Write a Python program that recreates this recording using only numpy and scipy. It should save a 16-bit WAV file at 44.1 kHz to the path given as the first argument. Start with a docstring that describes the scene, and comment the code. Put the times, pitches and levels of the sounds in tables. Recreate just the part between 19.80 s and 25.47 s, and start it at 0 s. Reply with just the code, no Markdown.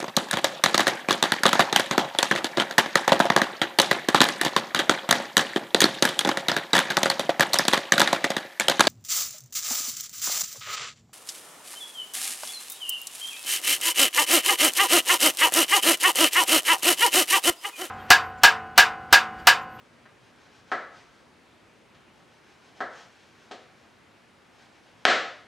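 """A chef's knife on a plastic board on a stone counter, in a hard-walled kitchen, taken with close stereo ports.
The air of the house murmurs throughout, as shaped noise with a wavering drone. The tip taps the board at 0.26 s,
then the blade saws through a sausage, its hiss made of tiny slips. From 0.92 s edge knocks fall among the strokes,
each a force pulse ringing the board's modes, plus a steel click; the room answers with echoes and a dense tail.
The hardest chop lands at 5.25 s, held down by a limiter."""
import sys
import numpy as np
from scipy import signal
from scipy.io import wavfile
from scipy.ndimage import uniform_filter1d

SR = 44100
rng = np.random.default_rng(int(sys.argv[2]) if len(sys.argv) > 2 else 0)


def makeup_ratio(level_db):
    """Linear amplitude ratio for a level in decibels (20 dB per factor of ten)."""
    decades = np.asarray(level_db, float) / 20
    return 10 ** decades


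def file_out(sig):
    """Save sig as 16-bit WAV at sys.argv[1]."""
    # one column per channel
    cols = np.atleast_2d(sig).T
    # limit, then scale
    lim = np.clip(cols, -1, 1)
    pcm = np.round(lim * 32767).astype(np.int16)
    wavfile.write(sys.argv[1], SR, pcm)


N = 250047  # length in samples

# spectrum of the house air: (f/Hz, relative density level/dB)
AIR_SPECTRUM = [(15, -14), (25, -13), (114, -6), (206, -9), (236, -2.5), (277, -11), (326, -6), (427, -9),
                (575, -10), (695, -12), (754, -11), (1040, -12.5), (2350, -16), (9840, -35.5),
                (16000, -51.5)]
# likeness of the air at the left and right ports: (f/Hz, likeness 0-1)
AIR_LIKENESS = [(60, 0.76), (180, 0.68), (550, 0.61), (1650, 0.72), (4970, 0.81), (15000, 0.87)]
# an appliance's unsteady drone, before the channel balance: (f/Hz, level/dB)
DRONE = [(118, -78), (236, -70.5)]
AIR_DB = -57  # rms of the air without drone, before the channel balance

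# the knife tip touches the board: (t/s, level/dB, contact time/ms)
TIP_TAPS = [(.2553, -43.5, 0.37), (.2603, -40, 0.32), (.903, -50, 1)]
# a touch of the tip is dead and sends little to the walls
TAP_PLACE, TAP_CLICK_DB, TAP_RING_SHARE, TAP_WALL_DB = 0.23, -4, 0.25, -9

# blade meets board: (t/s, blow level/dB, contact time/ms, place along the board 0-1, edge click level/dB re blow,
# share of the free ring time left by the blade and hand pressing on the board 0-1)
KNOCKS = [(.9170, -16, 0.51, 0.37, -4, 1.0), (2.147, -52.5, 0.23, 0.42, 11, .6),
          (2.968, -52, 1.05, 0.12, 1, .6), (2.993, -49, 1.4, 0.1, -25, .6),
          (3.0050, -20, 0.62, 0.03, -5, 0.7), (3.7103, -33, 1.13, 0.46, -24, 0.47),
          (3.7131, -41, 0.33, 1, 16, 0.5), (5.2525, -3, 0.46, 0.12, 9, .45)]
# modes of the board on the stone: (f/Hz, relative level/dB, free t60/s)
BOARD_MODES = [(234, -35, .05), (458, -21.5, 0.15), (600, -10, 0.084), (750, 2.5, 0.14), (1110, -2, 0.055),
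               (1315.4, 9.5, 0.12), (1455, 2.5, 0.066), (1652, 7.5, 0.061), (1743, 10, 0.04),
               (1946, 10, 0.045), (2260, -18, .03), (3040, -19, .05), (3500, -19, 0.02), (4250, -22, .03),
               (5550, -14, .02)]
# spectrum of the steel edge's click before its brightness tilt: (f/Hz, relative level/dB)
EDGE_CLICK = [(60, -49), (200, -65.5), (700, -25), (1500, 5.5), (2300, 3), (2700, 7.5), (3300, 8.5),
              (4300, 4), (5200, -2), (8000, -11), (12000, -36), (16000, -48)]
# the harder the blow, the duller its click: tilt at a 0 dB blow (dB an octave), and its change per dB of blow
BRIGHT_DB, BRIGHT_PER_DB = -2, -0.08
KNOCK_WALL_DB = 1.1  # share of each knock sent to the walls
SIDEWAYS_T60 = 0.026  # the flat board beams its ring upwards; the walls get mostly the blow (s)

# each stroke of sawing or dragging the blade: (start t/s, length/s, peak friction level/dB)
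STROKES = [(0.377, .16, -72), (0.544, .16, -69.5), (0.687, 0.15, -67.5), (0.855, .08, -68),
           (1.104, 0.14, -64), (1.22, 0.3, -74), (2.32, .14, -75), (2.46, 0.15, -73.5), (2.61, .17, -70),
           (2.79, 0.15, -68.5), (2.948, 0.047, -63.5), (3.092, .18, -60), (3.24, 0.42, -71),
           (3.544, 0.21, -71), (3.85, 0.32, -74.5), (4.707, .2, -69.5), (4.896, .12, -71.5),
           (5.01, .14, -71.5), (5.153, .11, -70.5)]
# spectrum of blade friction: (f/Hz, relative density level/dB)
FRICTION = [(300, -17), (800, 4), (1800, 3), (3500, 1.5), (6500, -5), (9000, -17), (11500, -28),
            (14000, -25), (16000, -40.5)]
STROKE_PEAK = 0.41  # the blade is fastest at this share of a stroke

# first echoes off counter, wall and cupboards: (delay t/ms, gain)
ECHOES = [(1.1, 0.86), (3.8, 0.61), (7.5, 0.48), (9.2, 0.26), (19.6, 0.22), (27, 0.076), (36, 0.39)]
# dying away of the kitchen's walls: (f/Hz, t60/s)
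KITCHEN_DECAY = [(60, 0.82), (150, 0.42), (400, 0.54), (1040, 0.57), (2760, 0.54), (7280, 0.53),
                 (14000, 0.12)]
# colour of the walls' answer: (f/Hz, relative level/dB)
TAIL_COLOUR = [(60, 11), (150, -1.5), (320, 2), (520, 3), (750, 5), (1000, -2), (1500, 3), (2600, -0.5),
               (3400, -0.5), (6000, 1.5), (12000, -2.5)]
ECHO_HZ = 6340  # the echoes come back duller above this
NEAR_DB, NEAR_T60 = 3, 0.075  # counter and cupboards scatter strongly at first: dB over the walls, s
# middle of the tail, its side re the middle, and the lean to the left: left up, right down by this
TAIL_DB, TAIL_SIDE_DB, LEFT_DB = 6.5, -19, 0.56

BASS_CUT_HZ = 77  # the recorder's output rolls off below this
CLIP = 0.91  # the waveform is cut off flat here, ahead of the bass cut


def evened(x):
    """Scales to rms 1."""
    return x / np.sqrt(np.mean(x ** 2) + 1e-20)


def read(points, hz):
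    """Reads a table along log frequency."""
    f, value = np.transpose(points)
    return np.interp(np.log(hz + 1), np.log(f + 1), value)


def add(mix, s, sound):
    """Mixes a sound in at time s."""
    part = mix[round(s * SR):][:len(sound)]
    part += sound[:len(part)]


def colour(points, size=2048):
    """Causal (minimum-phase) impulse response of energy 1 with the given spectrum."""
    log_gain = np.log(makeup_ratio(read(points, abs(np.fft.fftfreq(size, 1 / SR)))))
    taps = np.fft.ifft(np.exp(np.conj(signal.hilbert(log_gain)))).real
    return taps / np.linalg.norm(taps)


def air():
    """Random short-time spectra with faint drifting patches, plus a wavering drone."""
    frames, hz = N // 256 + 5, np.fft.rfftfreq(1024, 1 / SR)
    a, b, c, d, patches = rng.standard_normal((frames, 513, 5)).T
    patches = uniform_filter1d(patches, 20, 0)  # smooth over frequency
    patches = evened(uniform_filter1d(patches, 20, 1))  # and over time
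    same = np.clip(read(AIR_LIKENESS, hz), -1, 1)[:, None]
    left = a + 1j * b
    right = same * left + np.sqrt(1 - same ** 2) * (c + 1j * d)
    spectra = np.array([left, right]) * makeup_ratio(read(AIR_SPECTRUM, hz)[:, None] + 0.67 * patches)
    murmur = signal.istft(spectra, nperseg=1024, noverlap=768)[1][:, :N]
    out = makeup_ratio(AIR_DB) * evened(murmur)
    for tone_hz, db in DRONE:
        waver = uniform_filter1d(rng.standard_normal(N), 2500)
        waver = evened(uniform_filter1d(waver, 2500))
        out += makeup_ratio(db) * waver * np.sin(2 * np.pi * tone_hz * np.arange(N) / SR)
    return out * makeup_ratio([[0.3], [-0.3]])


def knock(db, contact_ms, place, click_db, ring_share):
    """A smooth force pulse rings the board's modes; the steel edge adds a click."""
    t = np.arange(8192) / SR
    force = np.sin(np.pi * np.minimum(1000 * t / contact_ms, 1)) ** 2
    ring = np.zeros(len(t))
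    for k, (hz, level_db, t60) in enumerate(BOARD_MODES):
        # the place of the blow lies nearer the belly of some modes than of others
        belly = 1 + 0.23 * np.cos(np.pi * k * place)
        ring += belly * makeup_ratio(level_db - 60 * t / (t60 * ring_share)) * np.sin(2 * np.pi * hz * t)
    thin = signal.butter(4, 205, "high", fs=SR)  # a thin board radiates no deep bass
    sound = signal.lfilter(*thin, signal.fftconvolve(force, ring)[:len(t)])
    sound /= abs(sound).max()
    bright_db = BRIGHT_DB + BRIGHT_PER_DB * db
    click = [(hz, level_db + bright_db * np.log2(hz / 3000)) for hz, level_db in EDGE_CLICK]
    add(sound, 0, makeup_ratio(click_db) * colour(click))
    return makeup_ratio(db) * sound


def blade():
    """Dense tiny slips of steel on skin and plastic, swelling and fading with each stroke."""
    slips = rng.standard_normal(N) * makeup_ratio(2 * rng.exponential(1, N))
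    hiss = evened(signal.oaconvolve(slips, colour(FRICTION))[:N])
    level = np.zeros(N)
    for s, length, db in STROKES:
        share = np.arange(0, length, 1 / SR) / length
        progress = np.interp(share, [0, STROKE_PEAK, 1], [0, 0.5, 1])
        add(level, s, makeup_ratio(db) * np.sin(np.pi * progress))
    return level * hiss


def kitchen(near, walls):
    """Direct sound, a few echoes, then a dense tail dying by band; close ports hear nearly the same."""
    # sparse random reflections, one in every 20 samples
    taps = np.zeros((2, SR))
    at = np.arange(100, SR - 20, 20) + rng.integers(0, 20, (2, (SR - 101) // 20))
    np.put_along_axis(taps, at, rng.choice([-1., 1.], at.shape), 1)
    hz, t, z = signal.stft(taps, SR, nperseg=512)
    build_up = 1 - np.exp(-t * (hz[:, None] + 1) / 3.3)  # bass needs a few cycles to fill the room
    dying = makeup_ratio(-60 * t / read(KITCHEN_DECAY, hz)[:, None]) + makeup_ratio(NEAR_DB - 60 * t / NEAR_T60)
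    z *= build_up * makeup_ratio(read(TAIL_COLOUR, hz)[:, None]) * dying
    mid, side = signal.istft(z, SR, nperseg=512)[1][:, :SR]
    mid, side = makeup_ratio([[TAIL_DB], [TAIL_DB + TAIL_SIDE_DB]]) * [mid, side] / np.linalg.norm(mid)
    early = np.zeros(SR // 10)
    early[0] = 1  # direct sound
    for ms, gain in ECHOES:
        add(early, ms / 1000, gain * signal.firwin(15, ECHO_HZ, fs=SR))
    direct = signal.fftconvolve(near, early)[:N]
    tail = signal.fftconvolve(walls[None], [mid + side, mid - side], axes=1)[:, :N]
    return makeup_ratio([[LEFT_DB], [-LEFT_DB]]) * (direct + tail)


def scene():
    """Taps, strokes and knocks in the kitchen, over the air of the house."""
    near = blade()
    walls = makeup_ratio(-1.5) * near
    blows = [(s, knock(*blow), KNOCK_WALL_DB) for s, *blow in KNOCKS]
    for s, db, contact_ms in TIP_TAPS:
        tap = knock(db, contact_ms, TAP_PLACE, TAP_CLICK_DB, TAP_RING_SHARE)
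        blows.append((s, tap, TAP_WALL_DB))
    for s, sound, wall_db in blows:
        t = np.arange(len(sound)) / SR
        add(near, s, sound)
        add(walls, s, sound * makeup_ratio(wall_db - 60 * t / SIDEWAYS_T60))
    return kitchen(near, walls) + air()


def band_limit(x):
    """A steep low-pass at the top of the band."""
    return signal.sosfilt(signal.butter(12, 16360, fs=SR, output="sos"), x)


def record(dry):
    """A limiter catches the chop a moment late, the first peaks clipping, and follows its tail down."""
    keep = np.exp(-1 / (0.00032 * SR))  # power averaged over 0.32 ms
    power = signal.lfilter([1 - keep], [1, -keep], (dry ** 2).mean(0))
    power_db = 10 * np.log10(power + 1e-12)
    fall = np.arange(N) * 790 / SR  # recovery at 790 dB a second
    held_peak_db = np.maximum.accumulate(power_db + fall) - fall
    over_db = np.maximum(held_peak_db + 15.5, 0)  # threshold -15.5 dB
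    lag = signal.windows.hann(260)  # the gain answers late and smoothly
    cut_db = 1.14 * signal.fftconvolve(over_db, lag / lag.sum())[:N]
    clipped = np.clip(dry / makeup_ratio(cut_db), -CLIP, CLIP)
    bass_cut = signal.butter(2, BASS_CUT_HZ, "high", fs=SR)
    return band_limit(signal.lfilter(*bass_cut, clipped))


dry = scene()
out = record(dry)
file_out(out)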